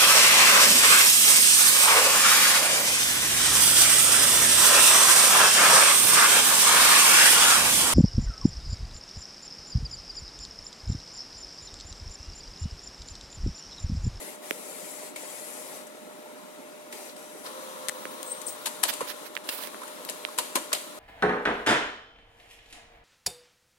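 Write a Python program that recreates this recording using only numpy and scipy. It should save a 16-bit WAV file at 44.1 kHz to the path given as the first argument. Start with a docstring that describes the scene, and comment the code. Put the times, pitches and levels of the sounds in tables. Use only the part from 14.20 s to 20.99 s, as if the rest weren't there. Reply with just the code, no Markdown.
"""Wide inkjet printer at work

Heard from a handheld phone with two microphones: the carriage hisses along its rail (shaped noise) and stops,
then a service motor whirrs (noise plus gear-mesh lines); latches and gears clack and tick in the plastic case
(noise bursts, decaying rings), a small metal part chatters (high modes). Narrow noise flickers faintly near
15.7 kHz. A finger taps or rubs the phone (short knocks, grainy noise). A fan hums behind (noise, blade line).
"""
import sys
import numpy as np
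from scipy import signal
from scipy.io import wavfile
from scipy.ndimage import uniform_filter1d

SR = 44100
rng = np.random.default_rng(int(sys.argv[2]) if len(sys.argv) > 2 else 0)


def log_audio(samples):
    """Write samples as a 16-bit WAV file to the path given in sys.argv[1]."""
    # one column per channel
    frames = np.atleast_2d(samples).T
    # limit to full scale, then quantise
    limited = np.clip(frames, -1, 1)
    pcm = np.round(limited * 32767).astype(np.int16)
    wavfile.write(sys.argv[1], SR, pcm)


N = 299439
LAG = 16  # delay of the right microphone [samples]

# bass delay of the right microphone: (frequency [Hz], phase lag [rad])
LOW_LAG = [(170, 1.65), (700, 0.72), (1000, 1.02), (1200, 1.92), (1400, 1.6), (1700, 4.36)]


def amp(db):
    """Amplitude factor of a level in dB."""
    return 10 ** (np.asarray(db) / 20)


def evened(x):
    """Scale to RMS 1."""
    return x / np.sqrt(np.mean(x ** 2) + 1e-20)


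def read(points, hz):
    """Interpolate a (frequency, value) table over log frequency."""
    f, value = np.transpose(points)
    return np.interp(np.log(hz + 1), np.log(f + 1), value)


def add(mix, s, sound):
    """Add a stereo sound into the mix at s seconds."""
    part = mix[:, round(s * SR):][:, :sound.shape[1]]
    part += sound[:, :part.shape[1]]


def resonate(x, hz, width_hz):
    """One decaying, turning pole: a resonance of gain about 1."""
    r = np.exp(-np.pi * width_hz / SR)
    return 2 * signal.lfilter([1 - r], [1, -r * np.exp(2j * np.pi * hz / SR)], x).real


def band(x, lo_hz, hi_hz):
    """Butterworth bandpass."""
    sos = signal.butter(2, [lo_hz, min(hi_hz, 20000)], "bandpass", fs=SR, output="sos")
    return signal.sosfilt(sos, x)


def held(start, stop, db, rise, fall, drop_db):
    """Gain that climbs in dB from db + drop_db to db, holds, sinks back and ends."""
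    gain, on = np.zeros(N), slice(max(round(start * SR), 0), round(stop * SR))
    t = np.arange(N)[on] / SR
    ramp = np.maximum(1 - (t - start) / rise, 1 - (stop - t) / fall)
    gain[on] = amp(db + drop_db * np.clip(ramp, 0, 1))
    return uniform_filter1d(gain, size=120)


def placed(pair, pan_db):
    """Set left over right by pan_db, half on each side."""
    return pair * amp([[pan_db / 2], [-pan_db / 2]])


def noise(colour, patchy_db):
    """Noise at both microphones, partly alike, late on the right, in drifting patches; their mean has level 1."""
    # left-right balance of the microphones: (frequency [Hz], left over right [dB])
    balance = [(150, -5.5), (250, -3.5), (600, 1), (1400, 0.5), (2500, 2.5), (5500, 3.5), (7500, 8),
               (10500, 15.5), (12500, 8.5), (15500, -6.5)]
    # left-right likeness: (frequency [Hz], correlation [0-1])
    likeness = [(150, 0.92), (700, 0.6), (950, 0.91), (1250, 0.89), (1600, 0.62), (2200, 0.085),
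                (12000, 0.012)]
    frames, hz = N // 256 + 5, np.fft.rfftfreq(1024, 1 / SR)[:, None]
    a, b, c, d, patches = rng.standard_normal((frames, 513, 5)).T
    patches = uniform_filter1d(patches, size=3, axis=0)
    patches = evened(uniform_filter1d(patches, size=5, axis=1))
    late_rad = np.where(hz < 1700, read(LOW_LAG, hz), 2 * np.pi * hz * LAG / SR)
    same = np.clip(read(likeness, hz), 0, 1)
    left = a + 1j * b
    right = (same * left + np.sqrt(1 - same ** 2) * (c + 1j * d)) * np.exp(-1j * late_rad)
    tilt = amp(read(balance, hz) / 2)
    spectra = np.array([left * tilt, right / tilt]) * amp(read(colour, hz) + patchy_db * patches)
    pair = signal.istft(spectra, nperseg=1024, noverlap=768)[1][:, :N]
    return pair / np.std(pair.mean(0))


def tone(hz, waver_hz, waver_db):
    """Sine line that wavers slowly in pitch and level, late on the right."""
    drift, swell = (evened(uniform_filter1d(uniform_filter1d(v, size=1500), size=1500))
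                    for v in rng.standard_normal((2, N)))
    phase = 2 * np.pi * np.cumsum(hz + waver_hz * drift) / SR
    line = np.sqrt(2) * amp(waver_db * swell) * np.sin(phase)
    return np.array([line, np.roll(line, LAG)])


def carriage():
    """Bearings and belt hiss while the carriage moves; two resonances swell with its place on the rail."""
    # hiss spectrum: (frequency [Hz], density [dB per Hz])
    rail = [(120, -20), (300, -4.5), (560, 1), (700, -5.5), (950, -7), (1500, -13), (2000, -7), (2900, -13),
            (6800, -12), (7600, -12.5), (10700, -14.5), (13500, -15.5), (16000, -21)]
    # passes: (start [s], stop [s], level [dB], braking [s], from place, to place [0 right - 1 left])
    passes = [(-0.008, 0.162, -42.5, 0.069, 0.18, 0.19), (0.219, 0.925, -45, 0.051, 0.033, 1),
              (0.953, 1.66, -44.5, 0.096, 1, 0.035), (2.712, 2.936, -44, 0.065, 0.042, 0.089),
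              (2.96, 3.31, -49.5, 0.09, 0.079, 0.28)]
    # broad resonances of the hiss: (frequency [Hz], width [Hz])
    humps_hz = [(8100, 2200), (10600, 2600)]
    # resonances along the rail: (place [0 right - 1 left], lower over hiss [dB], upper over hiss [dB])
    along_rail = [(.0, -33, -32), (.2, -20, -11), (.45, -8, -6), (.75, -6, -7), (.99, -14, -24)]
    speed_up_s, drop_db = 0.022, -7.5
    mid_pass_db = -2
    idle_stop_s, idle_db = 3.25, -54  # rail drive hisses faintly at rest until switched off

    rush, t = noise(rail, patchy_db=2.7), np.arange(N) / SR
    moves = []
    for start, stop, db, brake_s, _, _ in passes:
        bow_db = mid_pass_db * np.sin(np.pi * (t - start) / (stop - start))
        moves.append(held(start, stop, db, speed_up_s, brake_s, drop_db) * amp(bow_db))
    moving = np.max(moves, axis=0)
    times = np.ravel([row[:2] for row in passes])
    place = np.interp(t, times, np.ravel([row[4:] for row in passes]))
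    at, *levels = np.transpose(along_rail)
    humps = 0
    for (hz, width_hz), db in zip(humps_hz, levels):
        hump = evened(resonate(resonate(rush, hz, width_hz), hz, 2 * width_hz))
        humps = humps + amp(np.interp(place, at, db)) * hump
    hiss = np.maximum(moving, amp(idle_db) * (t < idle_stop_s)) * rush
    return hiss + moving * np.std(rush) * humps


def motor():
    """Service motor: gear whirr, a singing mount, gear-mesh lines under load and a faint whistle."""
    # whirr spectrum: (frequency [Hz], density [dB per Hz])
    whirr = [(88, -53), (150, -18.5), (434, -4.5), (518, 1), (738, -11.5), (1010, -3.5), (2550, -14.5),
             (3930, -10), (4690, -15.5), (11800, -16.5), (15600, -23.5)]
    # ringing motor mount: (frequency [Hz], width [Hz], level over whirr [dB])
    mount = [(1030, 140, -8)]
    # gear-mesh lines: (multiple of shaft speed, relative level [dB])
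    mesh = [(10, .5), (18, -8), (19, -10), (20, -7), (21, -8), (22, -9)]
    # motor runs: (start [s], stop [s], level [dB])
    runs = [(3.235, 5.12, -46), (5.06, 5.286, -51.5), (5.234, 6.22, -46.5), (6.1, 6.9, -48.5)]
    # loaded spells: (start [s], stop [s], gain of the mesh lines [dB])
    loads = [(3.24, 4.305, -49.5), (4.3, 5.0, -65), (5.52, 6.043, -58.5)]
    shaft_hz = 52.2
    spin_up_s, run_down_s, drop_db = 0.01, 0.077, -8
    load_on_s, load_off_s = 0.011, 0.12

    lines = sum(amp(db) * tone(k * shaft_hz, waver_hz=.15 * k, waver_db=1.7) for k, db in mesh)
    air = rng.standard_normal((2, N))
    whistle_gain = held(3.0, 4.3, db=-61.5, rise=.01, fall=.4, drop_db=-1)
    whistle = evened(resonate(air, 5930, 64)) * whistle_gain
    gears = noise(whirr, patchy_db=1.6)
    rings = sum(amp(db) * evened(resonate(air, hz, width_hz)) for hz, width_hz, db in mount)
    running = np.max([held(*row, spin_up_s, run_down_s, drop_db) for row in runs], axis=0)
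    load = sum(held(*row, load_on_s, load_off_s, -22) for row in loads)
    return running * (gears + rings) + load * lines + whistle


def clacks():
    """Gear and latch blows: a lumpy rattle of treble, middle and case ring, with a slower tail in the housing."""
    # blows: (time [s], level [dB], ring over level [dB], treble over level [dB], ring [Hz],
    #         left over right [dB], rise [s])
    blows = [(0.958, -33, -5, 0, 2250, 0, 0.004), (1.665, -45.5, -8, 4, 573, 3, 0.004),
             (2.725, -30.5, -10.5, -1.5, 1980, -3.5, 0.0012), (2.893, -42, -5, -14, 540, -3, 0.0032),
             (2.962, -40.5, -9, -1.5, 583, 0, 0.0023), (3.248, -36.5, -3, -5, 1230, -1, 0.016),
             (4.212, -42.5, -21, 3, 600, 14, 0.0046), (4.274, -43.5, 4, 8.5, 550, 3.5, 0.01),
             (4.454, -22, -10, 0.5, 940, -0.5, 0.0063), (4.466, -29.5, -10.5, -2, 930, 1, 0.0044),
             (4.628, -24, -9, 1.5, 915, 3, 0.0051), (4.635, -16, -9, -0.5, 943, 0, 0.0016),
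             (4.650, -31, -7, -16, 625, -9, 0.0023), (4.697, -35, -8, -24, 690, -14, 0.0014),
             (4.725, -38, -16, -3, 1020, -1, 0.0055), (4.7352, -32, -17, 2, 1020, 0, 0.0015),
             (4.8042, -35.5, 6.5, 1, 1040, -1, 0.00305), (4.810, -39.5, 10, -4, 508, -4, 0.0025),
             (4.823, -51.5, 15, -12, 230, -7, 0.0032), (5.288, -20.5, -7.5, -4, 2730, -1.5, 0.0023),
             (5.387, -51.5, 11.5, -10, 1120, 1, 0.004), (5.436, -40, -8, 2, 615, -11, 0.0015),
             (5.615, -48, 10, 3, 1010, -3, 0.003), (5.631, -45, 7, 3, 1290, -3, 0.002),
             (5.677, -42, -2, 1, 1850, -2, 0.0027), (5.883, -30.5, -10.5, -4, 534, 2, 0.0075),
             (5.896, -28.5, -11.5, 4, 590, -6, 0.00089), (6.085, -44, 2.5, 0, 1100, -6, 0.0015),
             (6.177, -27.5, -10, 1, 500, 2, 0.0021), (6.185, -15.5, -10.5, -0.5, 960, -4, 0.0018),
             (6.194, -37, 6, -14, 496, 3, 0.0013), (6.351, -18.5, -5, 1.5, 1036, -2.5, 0.0059),
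             (6.354, -41.5, 11, -4, 331, 0, 0.002), (6.369, -36.5, 5.5, -11, 545, 4, 0.0029),
             (6.515, -43, 9, -18, 1180, 3, 0.006), (6.528, -15, -15.5, 1, 613, -6.5, 0.0031),
             (6.545, -27, -10, -9, 626, 1, 0.005)]
    # rattle spectrum: (frequency [Hz], density [dB per Hz])
    case = [(880, 15.5), (1500, 12), (2380, 11.5), (3090, 15.5), (3380, 13.5), (3850, 15.5), (4950, 20),
            (9500, 9.5), (15100, 0), (16000, -39)]
    # case modes: (frequency [Hz], width [Hz], relative level [dB])
    case_modes = [(1824, 590, -1.5), (3000, 70, -28), (3830, 99, -11.5), (4460, 260, -43), (5600, 530, -19)]
    modes_db, mode_spread_db = -4, 3.0  # each blow strikes the modes differently
    rattle_t60_s, t60_per_rise = 0.028, 4.2  # soft blows rattle on longer
    fuzz_width, fuzz_share, swell_s = .4, .48, .0035  # (width over ring pitch), (gain), (panel swell)

    out, t, rattle = np.zeros((2, N)), np.arange(12000) / SR, noise(case, patchy_db=1.2)
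    middle = evened(band(rattle, 1700, 6000))
    treble = evened(band(rattle, 5500, 16500))
    # loose parts strike again
    bounces = rng.exponential(1.2, N).clip(0, 1.8) * (rng.random(N) < 260 / SR)
    lumps = evened(1.3 + signal.lfilter([1], [1, -np.exp(-1 / (.0007 * SR))], bounces))
    body = noise([(100, -20), (250, 0), (3500, 0), (6000, -30)], patchy_db=1.2)
    thud = evened(band(body, 200, 1800))
    modes = np.array([amp(db) * evened(resonate(rattle, hz, width_hz)) for hz, width_hz, db in case_modes])
    strikes = amp(modes_db + mode_spread_db * rng.standard_normal((len(blows), len(case_modes))))
    for (s, db, ring_db, treble_db, hz, pan_db, rise), struck in zip(blows, strikes):
        t60 = rattle_t60_s + t60_per_rise * rise
        at = slice(round(s * SR), round(s * SR) + len(t))
        u = t[:len(lumps[at])]
        start = np.clip(u / max(rise, 1e-4), 0, 1) ** 2.0
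        after = np.maximum(u - rise, 0)
        quick = start * amp(-60 * after / t60) * lumps[at]
        shape = quick + start * amp(-17.5 - 60 * after / 0.66)  # with housing tail

        width_hz = fuzz_width * hz
        fuzz = evened(resonate(resonate(body[:, at], hz, width_hz), hz, width_hz)) + .65 * thud[:, at]
        fuzz_gain = fuzz_share * amp(-60 * after / (1.23 * t60)) + amp(-20 - 60 * after / 0.5)
        swell = after / (swell_s + .15 * rise)
        phase = 2 * np.pi * hz * after - np.array([[0], [read(LOW_LAG, hz)]])
        panel = 1.05 * swell * np.exp(1 - swell) ** 1.54 * np.sin(phase)
        low = panel + fuzz * start * fuzz_gain

        high = amp(-3.0) * middle[:, at] + amp(treble_db) * treble[:, at]
        case_ring = quick * np.tensordot(struck, modes[:, :, at], 1) / 2
        add(out, s, amp(db) * placed(shape * high + case_ring + amp(ring_db) * low, pan_db))
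    return out


def ticks():
    """Gear teeth snapping: a few treble cycles, each with a short rattle and a middle ring."""
    # snaps: (time [s], level [dB], middle over level [dB], snap [Hz], snap left over right [dB])
    snaps = [(3.685, -16, -7, 9500, 25), (3.69, -13, -7.5, 8260, 9), (3.695, -17.5, -0.5, 7700, 17),
             (4.03, -21, -21, 9100, 19.5), (5.850, -19.5, -17, 12200, 9)]
    out, t = np.zeros((2, N)), np.arange(400) / SR
    draws = rng.standard_normal((len(snaps), 2, 400))
    for (s, db, middle_db, hz, pan_db), grit in zip(snaps, draws):
        snap = np.sin(2 * np.pi * hz * t) * (t / 0.00037) * np.exp(1 - t / 0.00017)
        snap = snap + amp(-14.5) * evened(band(grit, 2600, 12700)) * np.exp(-t / 0.0022)
        middle = amp(middle_db) * np.sin(2 * np.pi * 1950 * t) * np.exp(-t / 0.0009)
        add(out, s, amp(db) * (placed(snap, pan_db) + middle))
    return out


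def chatter():
    """Small metal part: quick uneven knocks ring high modes; the two lowest vary from burst to burst."""
    # bursts: (start [s], stop [s], level [dB], build-up [s], dying [s], lowest mode [dB], second mode [dB])
    bursts = [(4.043, 4.077, -41, 0.033, .004, 6, -8), (4.072, 4.112, -39.5, .003, 0.028, 7, -10),
              (4.096, 4.137, -37, 0.024, 0.0058, -2, 6), (4.135, 4.22, -47.5, 0.011, 0.035, -10, 0),
              (4.263, 4.299, -30, 0.0047, .034, 3, -3.5), (4.292, 4.363, -42.5, .005, 0.056, -10, -2)]
    # modes: (frequency [Hz], width [Hz], relative level [dB])
    metal_modes = [(7700, 80, 1), (8310, 60, 8), (8670, 50, 11), (9330, 100, -5)]
    fade_db = -12

    heights = amp(1.6 * rng.exponential(1, (4, N)).clip(0, 4))
    hits = rng.random((4, N)) < 700 / SR
    knocks = heights * hits * rng.choice([-1, 1], (4, N))
    low, second, *upper = (amp(db) * evened(resonate(resonate(k, hz, width_hz), hz, 500))
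                           for k, (hz, width_hz, db) in zip(knocks, metal_modes))
    upper = sum(upper)
    ring = 0
    for start, stop, db, rise, fall, low_db, second_db in bursts:
        mixture = amp(low_db) * low + amp(second_db) * second + upper
        ring = ring + held(start, stop, db, rise, fall, fade_db) * mixture
    ring = ring / np.std(low + second + upper)
    return placed(np.array([ring, np.roll(ring, LAG)]), 8.1)


def taps():
    """Finger taps on the phone: a knock sinking in pitch; the shell carries grit and a slowing low swing."""
    # taps: (time [s], level [dB], swing over level [dB], grit over level [dB], knock [Hz],
    #        knock left over right [dB])
    touches = [(0.3093, -17.5, -.5, -3, 2350, -22.5), (3.8541, -25.5, -2, -9, 1870, -19),
               (5.1668, -23.5, -20, -14, 2380, -31), (5.1744, -29, -13, -11, 2300, -20),
               (5.1755, -33, -15, -4, 2100, -20), (5.473, -30, -3, 0, 2070, -10),
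               (5.5451, -28.5, -6, -11, 1600, 10), (6.0504, -20, -12, -14, 2950, -27.5)]
    out, t = np.zeros((2, N)), np.arange(400) / SR
    draws = rng.standard_normal((len(touches), 2, 400))
    for (s, db, swing_db, grit_db, hz, pan_db), grit in zip(touches, draws):
        turns = hz * (t - .0004)
        envelope = np.exp(-np.where(turns < 0, 3.2 * turns ** 2, 1.5 * turns))
        knock = -np.cos(2 * np.pi * turns / np.sqrt(1 + .25 * turns.clip(0))) * envelope
        burst = evened(band(grit, 2500, 14000)) * np.exp(-((t - .0004) / .0004) ** 2)
        swing = np.sin(2 * np.pi * 720 * t / np.sqrt(1 + t / .002)) * (t / .0008) * np.exp(1 - t / .0008)
        swing = np.array([.8 * np.roll(swing, LAG), 1.1 * np.roll(swing, 2 * LAG + 8)])
        add(out, s, amp(db) * (placed(knock, pan_db) + amp(grit_db) * burst + amp(swing_db) * swing))
    return out


def rubs():
    """Skin slipping on the phone: grainy noise, mostly in the right microphone."""
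    # strokes: (start [s], stop [s], level [dB], treble over level [dB])
    strokes = [(4.68, 4.71, -25.5, -2), (4.872, 4.925, -34.5, -2), (5.05, 5.083, -43, -1),
               (5.1515, 5.156, -31, -7), (5.272, 5.392, -39.5, 3), (5.376, 5.486, -39.5, 1)]
    on_share, off_share = 0.62, 0.57  # shares of the stroke that swell and fade
    roughness = evened(uniform_filter1d(rng.standard_normal(N), size=80))
    grain = rng.standard_normal((2, N)) * amp(1.4 * roughness)
    low, high = evened(band(grain, 1100, 7500)), evened(band(grain, 6500, 16500))
    rub = 0
    for start, stop, db, treble_db in strokes:
        length_s = stop - start
        gain = held(start, stop, db, on_share * length_s, off_share * length_s, drop_db=-12)
        rub = rub + gain * (low + amp(treble_db) * high)
    return placed(rub, -15.5)


def treble_flickers():
    """Faint flickers of narrow noise near 15.7 kHz: white noise through two equal resonances."""
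    # flickers: (start [s], stop [s], level [dB])
    flickers = [(3.42, 3.48, -57), (3.57, 3.62, -59), (3.735, 3.89, -55), (3.905, 3.98, -51),
                (4.0, 4.188, -53), (4.255, 4.366, -45), (4.402, 4.47, -50)]
    hz, width_hz = 15650, 250
    narrow = evened(resonate(resonate(rng.standard_normal((2, N)), hz, width_hz), hz, width_hz))
    return narrow * sum(held(*row, .02, 0.046, -15) for row in flickers)


def fan():
    """Steady air noise and the blade-passing line."""
    # air spectrum: (frequency [Hz], density [dB per Hz])
    air = [(80, -69), (150, -9.5), (260, 2), (480, -3.5), (720, -6), (950, -5.5), (1180, -8), (1370, -5),
           (1520, -10), (3600, -18), (3820, -12.5), (4500, -26.5), (9800, -25), (12800, -72), (16000, -49)]
    air_db, blade_hz, blade_db = -50, 604.6, -50
    blades = placed(tone(blade_hz, waver_hz=1.5, waver_db=.7), -2)
    return amp(air_db) * noise(air, patchy_db=2.0) + amp(blade_db) * blades


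def scene():
    """Sum of all sources at the two microphones."""
    printer = carriage() + motor() + clacks() + ticks() + chatter() + fan()
    return printer + taps() + rubs() + treble_flickers()


def record(dry):
    """The phone cuts the deep bass and the top of the treble."""
    edge_hz = 16050
    thin = signal.sosfilt(signal.butter(3, 140, "highpass", fs=SR, output="sos"), dry)
    lowpass = signal.firwin(511, edge_hz, window=("kaiser", 9), fs=SR)
    return signal.oaconvolve(thin, lowpass[None], "same")


dry = scene()
out = record(dry)
log_audio(out)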